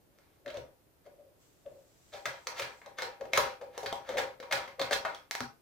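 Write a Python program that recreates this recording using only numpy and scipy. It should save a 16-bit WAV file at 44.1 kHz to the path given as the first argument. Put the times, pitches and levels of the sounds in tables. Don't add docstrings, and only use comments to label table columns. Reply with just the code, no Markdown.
import sys
import numpy as np
from scipy import signal
from scipy.fft import rfft, irfft
from scipy.io import wavfile
from scipy.ndimage import uniform_filter1d

SR = 44100
rng = np.random.default_rng(int(sys.argv[2]) if len(sys.argv) > 2 else 0)


def master_out(mix):
    frames = np.transpose(np.atleast_2d(mix))
    ceiling = np.clip(frames, -1, 1)
    pcm = np.round(ceiling * 32767).astype(np.int16)
    wavfile.write(sys.argv[1], SR, pcm)


N = 247401
SIZE, TEN_MS = 8192, SR / 100

# (time [s], relative click level [dB], contact resonance [Hz],
# low-mid gain [dB], treble gain [dB], chatter decay [ms], relative groan level [dB])
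SLIPS = [ (0.187, -62, 5070, -22, -3.5, 0.25, -70), (0.461, -46, 1800, -8, -6, 3.5, -39),
         (0.478, -43, 3400, -17, -7.5, 12, -47.5), (0.502, -45, 3200, -41, -5, 6, -72),
         (0.543, -54, 1290, 8, 1, 2.7, -37.5), (0.572, -42, 3330, 5, -5.5, 0.7, -43.5),
         (1.062, -61, 2400, -12, -6, 6.4, -50.5), (1.187, -74, 1000, -13, -6, 15, -54),
         (1.661, -57, 3280, -10, -20, 2.7, -42), (1.771, -84, 1000, -4, -12, 9.6, -56.5),
         (2.137, -49.5, 3600, 11, -3.5, 2.06, -42.5), (2.2559, -29, 1580, -1.5, -2.5, 5.5, -41),
         (2.4701, -30.5, 5750, -12.5, -2, 2.7, -44), (2.596, -33, 2210, -25, 1, 4.64, -38.5),
         (2.62, -32, 2840, -13, -5, 11.4, -68), (2.816, -46, 950, -3.5, -23, 6.8, -77),
         (2.861, -47.5, 990, 10.5, -5, 4, -49), (2.986, -32, 1790, -8.5, -10.5, 4.5, -44.5),
         (3.021, -31.5, 4630, 2.5, -4, 5, -40.5), (3.21, -44.5, 990, 13, -8, 3.96, -35.5),
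         (3.254, -53, 910, 8, -3, 3.5, -45.5), (3.334, -25, 2170, 1.5, -2.5, 2.45, -33.5),
         (3.3745, -18.5, 1020, 0, -1.5, 4.7, -27.5), (3.613, -47.5, 910, 14, -4.5, 9.2, -41.5),
         (3.778, -41.5, 2300, 18, 4.5, 1.6, -42), (3.831, -46.5, 874, 24, 4.5, 11, -52),
         (3.860, -32, 4400, -3, -6, 8.9, -43.5), (3.927, -38.5, 3500, 16, 2, 1.83, -40),
         (4.091, -40, 945, 11, -2, 4.84, -32.5), (4.138, -71, 950, -2, -11, 13.98, -35),
         (4.171, -32, 2260, 6.5, -3, 10.2, -33.5), (4.183, -30.5, 2340, -30, -4.5, 6.35, -36),
         (4.401, -48, 2120, 14, 1, 3.6, -44), (4.427, -43, 960, 4.5, -8.5, 8.5, -51),
         (4.511, -29, 2140, -4, -7, 13, -39.5), (4.5242, -22.5, 1640, -5, -2, 6.6, -35),
         (4.676, -45, 2060, 9.5, -5.5, 12, -55), (4.7949, -30, 4400, 2, -5, 5.7, -31.5),
         (4.8146, -29, 4000, -2, -4.5, 9.5, -61), (4.910, -31, 1540, 12.5, -3.5, 3.3, -31),
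         (4.9305, -29.5, 4400, 4, 1, 2.1, -62), (5.0502, -30, 1340, 4, -10.5, 7.5, -38),
         (5.147, -48, 3690, -8, 3.5, 3.45, -85), (5.3111, -34, 1990, -1.5, 5, 0.083, -74),
         (5.3521, -33, 2000, 2.5, 0.5, 0.083, -72), (5.406, -33.5, 1410, 5, -2, 0.18, -69)]


def clicks(chatter_per_ms=1.16, spot_db=6.5, spot_width=1.41):
    out, t = np.zeros(N), np.arange(SIZE // 2) / SR
    for s, db, hz, low_db, treble_db, chatter_ms, _ in SLIPS:
        chatter = unit(grit(len(t), spread_db=1) * np.exp(-1000 * t / chatter_ms))
        blow = chatter * chatter_per_ms * chatter_ms
        blow[0] += 1
        blow = colour(unit(blow), [(550, low_db), (1400, 0), (2400, 0), (5500, treble_db)])
        blow = colour(blow, [(hz / spot_width, 0), (hz, spot_db), (hz * spot_width, 0)])
        add(out, s, fitting(blow) * undb(db) * np.sqrt(TEN_MS))
    return out


def fitting(force):
    # (frequency [Hz], t60 [s], level [dB])
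    modes = [(447.4, 0.08, -17.5), (570, 0.19, -19.5), (690, 0.2, -18), (801.2, 0.072, -10),
             (951.4, 0.063, -8), (1103, 0.11, -22.5), (1324, 0.029, -27), (1451, 0.11, -22.5),
             (1702, 0.0091, -13), (2127, 0.01, -13.5), (3166, 0.027, -25), (3500, 0.013, -25),
             (4400, 0.024, -32), (5500, 0.013, -32)]
    # (frequency [Hz], spectral level [dB])
    contact = [(60, -35), (200, -20.5), (400, -14), (700, 0), (1300, 3), (2100, -4.5), (2700, -7.5),
               (4200, -3.5), (6300, -8.5), (9500, -19.5), (13000, -18), (16000, -24.5)]
    ringing = ring(modes, scatter_db=3.5)
    crack = unit(colour(signal.unit_impulse(SIZE), contact))
    return signal.fftconvolve(force, unit(ringing + crack))


def scrapes(catch_db=-0.5, catch_hz=260):
    # (peak time [s], rise [s], fall [s], level [dB], treble gain [dB])
    pushes = [ (0.22, 0.091, 0.21, -75.5, -7), (0.57, 0.023, 0.011, -50.5, -9),
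              (1.062, 0.021, 0.017, -69.5, -4.5), (2.14, 0.014, 0.05, -48.5, -4.5),
              (2.599, 0.029, 0.0098, -38.5, -4.5), (2.99, 0.012, 0.051, -43.5, -6),
              (3.364, 0.023, 0.0071, -34, -4), (3.761, 0.031, 0.2, -53.5, -9.5),
              (4.10, 0.041, 0.11, -49, -9), (4.186, 0.0087, 0.015, -32.5, -5.5),
              (4.932, 0.013, 0.013, -30, -1)]
    out = np.zeros(N)
    for s, rise, fall, db, treble_db in list(pushes) + slides():
        t = np.arange(-2 * rise, 2 * fall, 1 / SR)[:SR // 2]
        catches = np.interp((t - t[0]) * catch_hz, np.arange(SIZE), rng.standard_normal(SIZE))
        friction = grit(SR // 2, spread_db=6)[:len(t)] * swell(t, rise, fall)
        friction *= undb(catch_db * (catches + 1))
        force = colour(friction, [(2000, 0), (6000, treble_db)])
        add(out, s + t[0], fitting(force) * undb(db))
    return out


def slides(lag_s=0.011, rise_s=0.014, fall_s=0.1, slide_db=-17, loose_ms=1):
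    rows = []
    for s, db, _, _, treble_db, chatter_ms, _ in SLIPS:
        looseness_db = 20 * np.log10(chatter_ms / (chatter_ms + loose_ms))
        rows.append((s + lag_s, rise_s, fall_s, db + slide_db + looseness_db, treble_db / 2 - 9.5))
    return rows


def groans(count=4, lag_ms=1.823, detune=0.0376, stutter_s=0.047, stutter_db=-8.5, gap_scatter=0.18):
    # (time [s], frequency [Hz])
    panel_pitch = [(2.6, 570), (2.98, 553.3), (3.04, 480), (3.13, 554.7), (4.4, 534.3), (4.66, 576.7),
                   (4.81, 526.2), (5.1, 583)]
    out = np.zeros(N)
    for s, *_, chatter_ms, db in SLIPS:
        half_ms = 7.574 + 0.543 * chatter_ms
        peak_s = s + (lag_ms + half_ms) / 1000
        for k, (late, sharp) in enumerate(rng.standard_normal((count, 2))):
            hz = np.interp(peak_s, *np.transpose(panel_pitch)) * (1 + detune * sharp)
            add(out, peak_s - SIZE / 2 / SR, groan(hz, half_ms) * undb(db + k * stutter_db))
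            peak_s += stutter_s * (1 + gap_scatter * late)
    return out


def groan(hz, half_ms, waver=0.069, rough=0.15, skew=0.09, overtone_db=-30):
    t = np.arange(-SIZE // 2, SIZE // 2) / SR
    drift, grip = signal.resample(rng.standard_normal((2, SIZE // 128)), SIZE, axis=1)
    phase = 2 * np.pi * np.cumsum(hz * (1 + waver * drift)) / SR
    tone = np.sin(phase) + undb(overtone_db) * np.sin(2 * phase)
    width_s = half_ms / 1000 * (1.024 + skew * np.sign(t))
    envelope = np.exp(-0.5 * (t / width_s) ** 2)
    return np.sqrt(2) * envelope * (1 + rough * grip) * tone


def thuds(push_s=0.008):
    # (time [s], relative level [dB], peak of the force spectrum [Hz])
    blows = [(0.46, -52, 383), (0.56, -52, 111), (2.26, -57, 130), (2.602, -59.5, 130), (3.37, -46, 105),
             (3.858, -56.5, 88), (4.525, -57, 120), (4.801, -47.5, 300), (5.403, -45, 270),
             (5.412, -46, 155)]
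    # (frequency [Hz], t60 [s], level [dB])
    frame_modes = [(72.6, 0.22, -15), (127, 0.12, 0), (255, .04, 1), (335, 0.07, -9)]
    out, t = np.zeros(N), np.arange(SIZE) / SR
    for s, db, hz in blows:
        push = rng.standard_normal(SIZE) * t * np.exp(-t / push_s)
        push = colour(push, [(hz / 3, -12), (hz, 0), (hz * 2, -10), (hz * 10, -40)])
        thud = unit(signal.fftconvolve(push, ring(frame_modes)))
        add(out, s, thud * undb(db) * np.sqrt(TEN_MS))
    return out


def drag(drag_db=-21, rise_s=0.014, fall_s=0.094):
    # (frequency [Hz], spectral level [dB])
    hollow = [(35, -16), (65, -4.5), (130, -5.5), (190, -10), (400, -1), (650, -2), (1000, -22.5),
              (3000, -43.5)]
    power, t = np.zeros(N), np.arange(-SIZE // 2, SIZE) / SR
    for s, *_, groan_db in SLIPS:
        rub = undb(groan_db + drag_db) * swell(t, rise_s, fall_s)
        add(power, s + rise_s + t[0], rub ** 2)
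    return unit(colour(grit(N, spread_db=0), hollow)) * np.sqrt(N * power)


def room(wet_db=1.5, build_s=0.0027, near_db=-8, near_s=0.0023, bass_db=-3):
    # (frequency [Hz], t60 [s])
    decay = [(150, 0.23), (600, 0.26), (2000, 0.22), (5000, 0.23), (13000, 0.16)]
    count = SR * 2 // 3
    t, hz = np.arange(count) / SR, np.fft.rfftfreq(count, 1 / SR)
    noise, tail = rfft(diffuse(count)), 0
    for centre, t60 in decay:
        band = read([(f, float(f == centre)) for f, _ in decay], hz)
        tail = tail + irfft(noise * band, count) * np.exp(-np.log(1000) * t / t60)
    tail = unit(tail * (1 - np.exp(-t / build_s))) * undb(wet_db)
    near = unit(diffuse(count) * np.exp(-t / near_s)) * undb(near_db)
    response = np.array([colour(late, [(600, bass_db), (1500, 0)]) + colour(early, [(1000, 4), (6000, 5)])
                         for late, early in zip(tail, near)])
    response[0, 0] += 1
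    response[1, 2] += 1
    return [even(path) for path in response]


def even(path, narrow_bins=24, wide_bins=900):
    power = np.abs(rfft(path)) ** 2
    ripple = uniform_filter1d(power, narrow_bins) / uniform_filter1d(power, wide_bins)
    hz = np.fft.rfftfreq(len(path), 1 / SR)
    return colour(path, np.c_[hz + 1, -10 * np.log10(ripple)])


def background(air_db=-67):
    # (frequency [Hz], spectral level [dB])
    air_spectrum = [(15, -53), (25, -10), (114, -4.5), (242, -12.5), (293, -7.5), (560, -11.5), (936, -19),
                    (1370, -21.5), (2410, -25.5), (3720, -28), (6920, -30), (13200, -27.5), (14800, -23),
                    (16000, -62)]
    # (time [s], level [dB])
    hiss_levels = [(1.33, -100), (1.42, -69), (1.65, -76.5), (1.85, -73), (2.1, -67.5), (2.801, -67.5),
                   (3.098, -100)]
    hiss_spectrum = [(2500, -12), (5000, -11), (8000, -7), (9200, -22.5)]
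    air = unit(np.array([colour(side, air_spectrum) for side in diffuse(N)]))
    hiss = unit(np.array([colour(side, hiss_spectrum) for side in diffuse(N)]))
    hiss_db = np.interp(np.arange(N) / SR, *np.transpose(hiss_levels))
    return np.sqrt(N) * (air * undb(air_db) + hiss * undb(hiss_db))


def diffuse(count, coherence=0.44, spacing_m=0.14):
    delay_s = spacing_m / 343
    likeness = coherence * np.sinc(2 * np.fft.rfftfreq(count, 1 / SR) * delay_s)
    mid, side = rfft(rng.standard_normal((2, count)))
    mid, side = mid * np.sqrt((1 + likeness) / 2), side * np.sqrt((1 - likeness) / 2)
    return irfft(np.array([mid + side, mid - side]), count)


def ring(modes, scatter_db=0):
    hz, t60, db = np.transpose(modes)[:, :, None]
    t = np.arange(SIZE) / SR
    partials = unit(np.cos(2 * np.pi * hz * t) * np.exp(-np.log(1000) * t / t60))
    return np.sum(undb(db + scatter_db * rng.standard_normal(db.shape)) * partials, axis=0)


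def grit(count, spread_db):
    slips = rng.standard_normal(count) * undb(spread_db * np.minimum(rng.exponential(size=count), np.pi))
    return unit(slips) * np.sqrt(count)


def swell(t, rise_s, fall_s):
    return np.exp(-(t / np.where(t < 0, rise_s, fall_s)) ** 2)


def colour(x, points):
    gain = undb(read(points, np.fft.rfftfreq(SIZE, 1 / SR)))
    cepstrum = irfft(np.log(gain))
    cepstrum[1:SIZE // 2] *= 2
    cepstrum[SIZE // 2 + 1:] = 0
    return signal.fftconvolve(x, irfft(np.exp(rfft(cepstrum))))[:len(x)]


def read(points, hz):
    f, value = np.transpose(points)
    return np.interp(np.log(hz + 1), np.log(f), value)


def add(track, s, sound):
    start = max(int(s * SR), 0)
    part = sound[:max(N - start, 0)]
    track[start:start + len(part)] += part


def undb(db):
    return 10 ** (np.asarray(db) / 20)


def unit(x):
    return x / np.sqrt(np.sum(x ** 2, axis=-1, keepdims=True))


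def scene():
    # (frequency [Hz], left minus right [dB])
    ports = [(100, 3.5), (400, 3.1), (1000, 4), (2000, 1.2), (4000, -6.5), (8000, -3.5), (13000, -8)]
    arm = undb(-5) * clicks() + scrapes() + undb(-2.5) * groans() + undb(2.5) * thuds() + drag()
    heard = []
    for sign, path in zip((1, -1), room()):
        reverberant = signal.fftconvolve(arm, path)[:N]
        heard.append(colour(reverberant, [(hz, sign * db / 2) for hz, db in ports]))
    return np.array(heard) + background()


def record(dry):
    return signal.sosfilt(signal.ellip(10, 0.2, 70, 16000, fs=SR, output="sos"), dry)


dry = scene()
out = record(dry)
master_out(out)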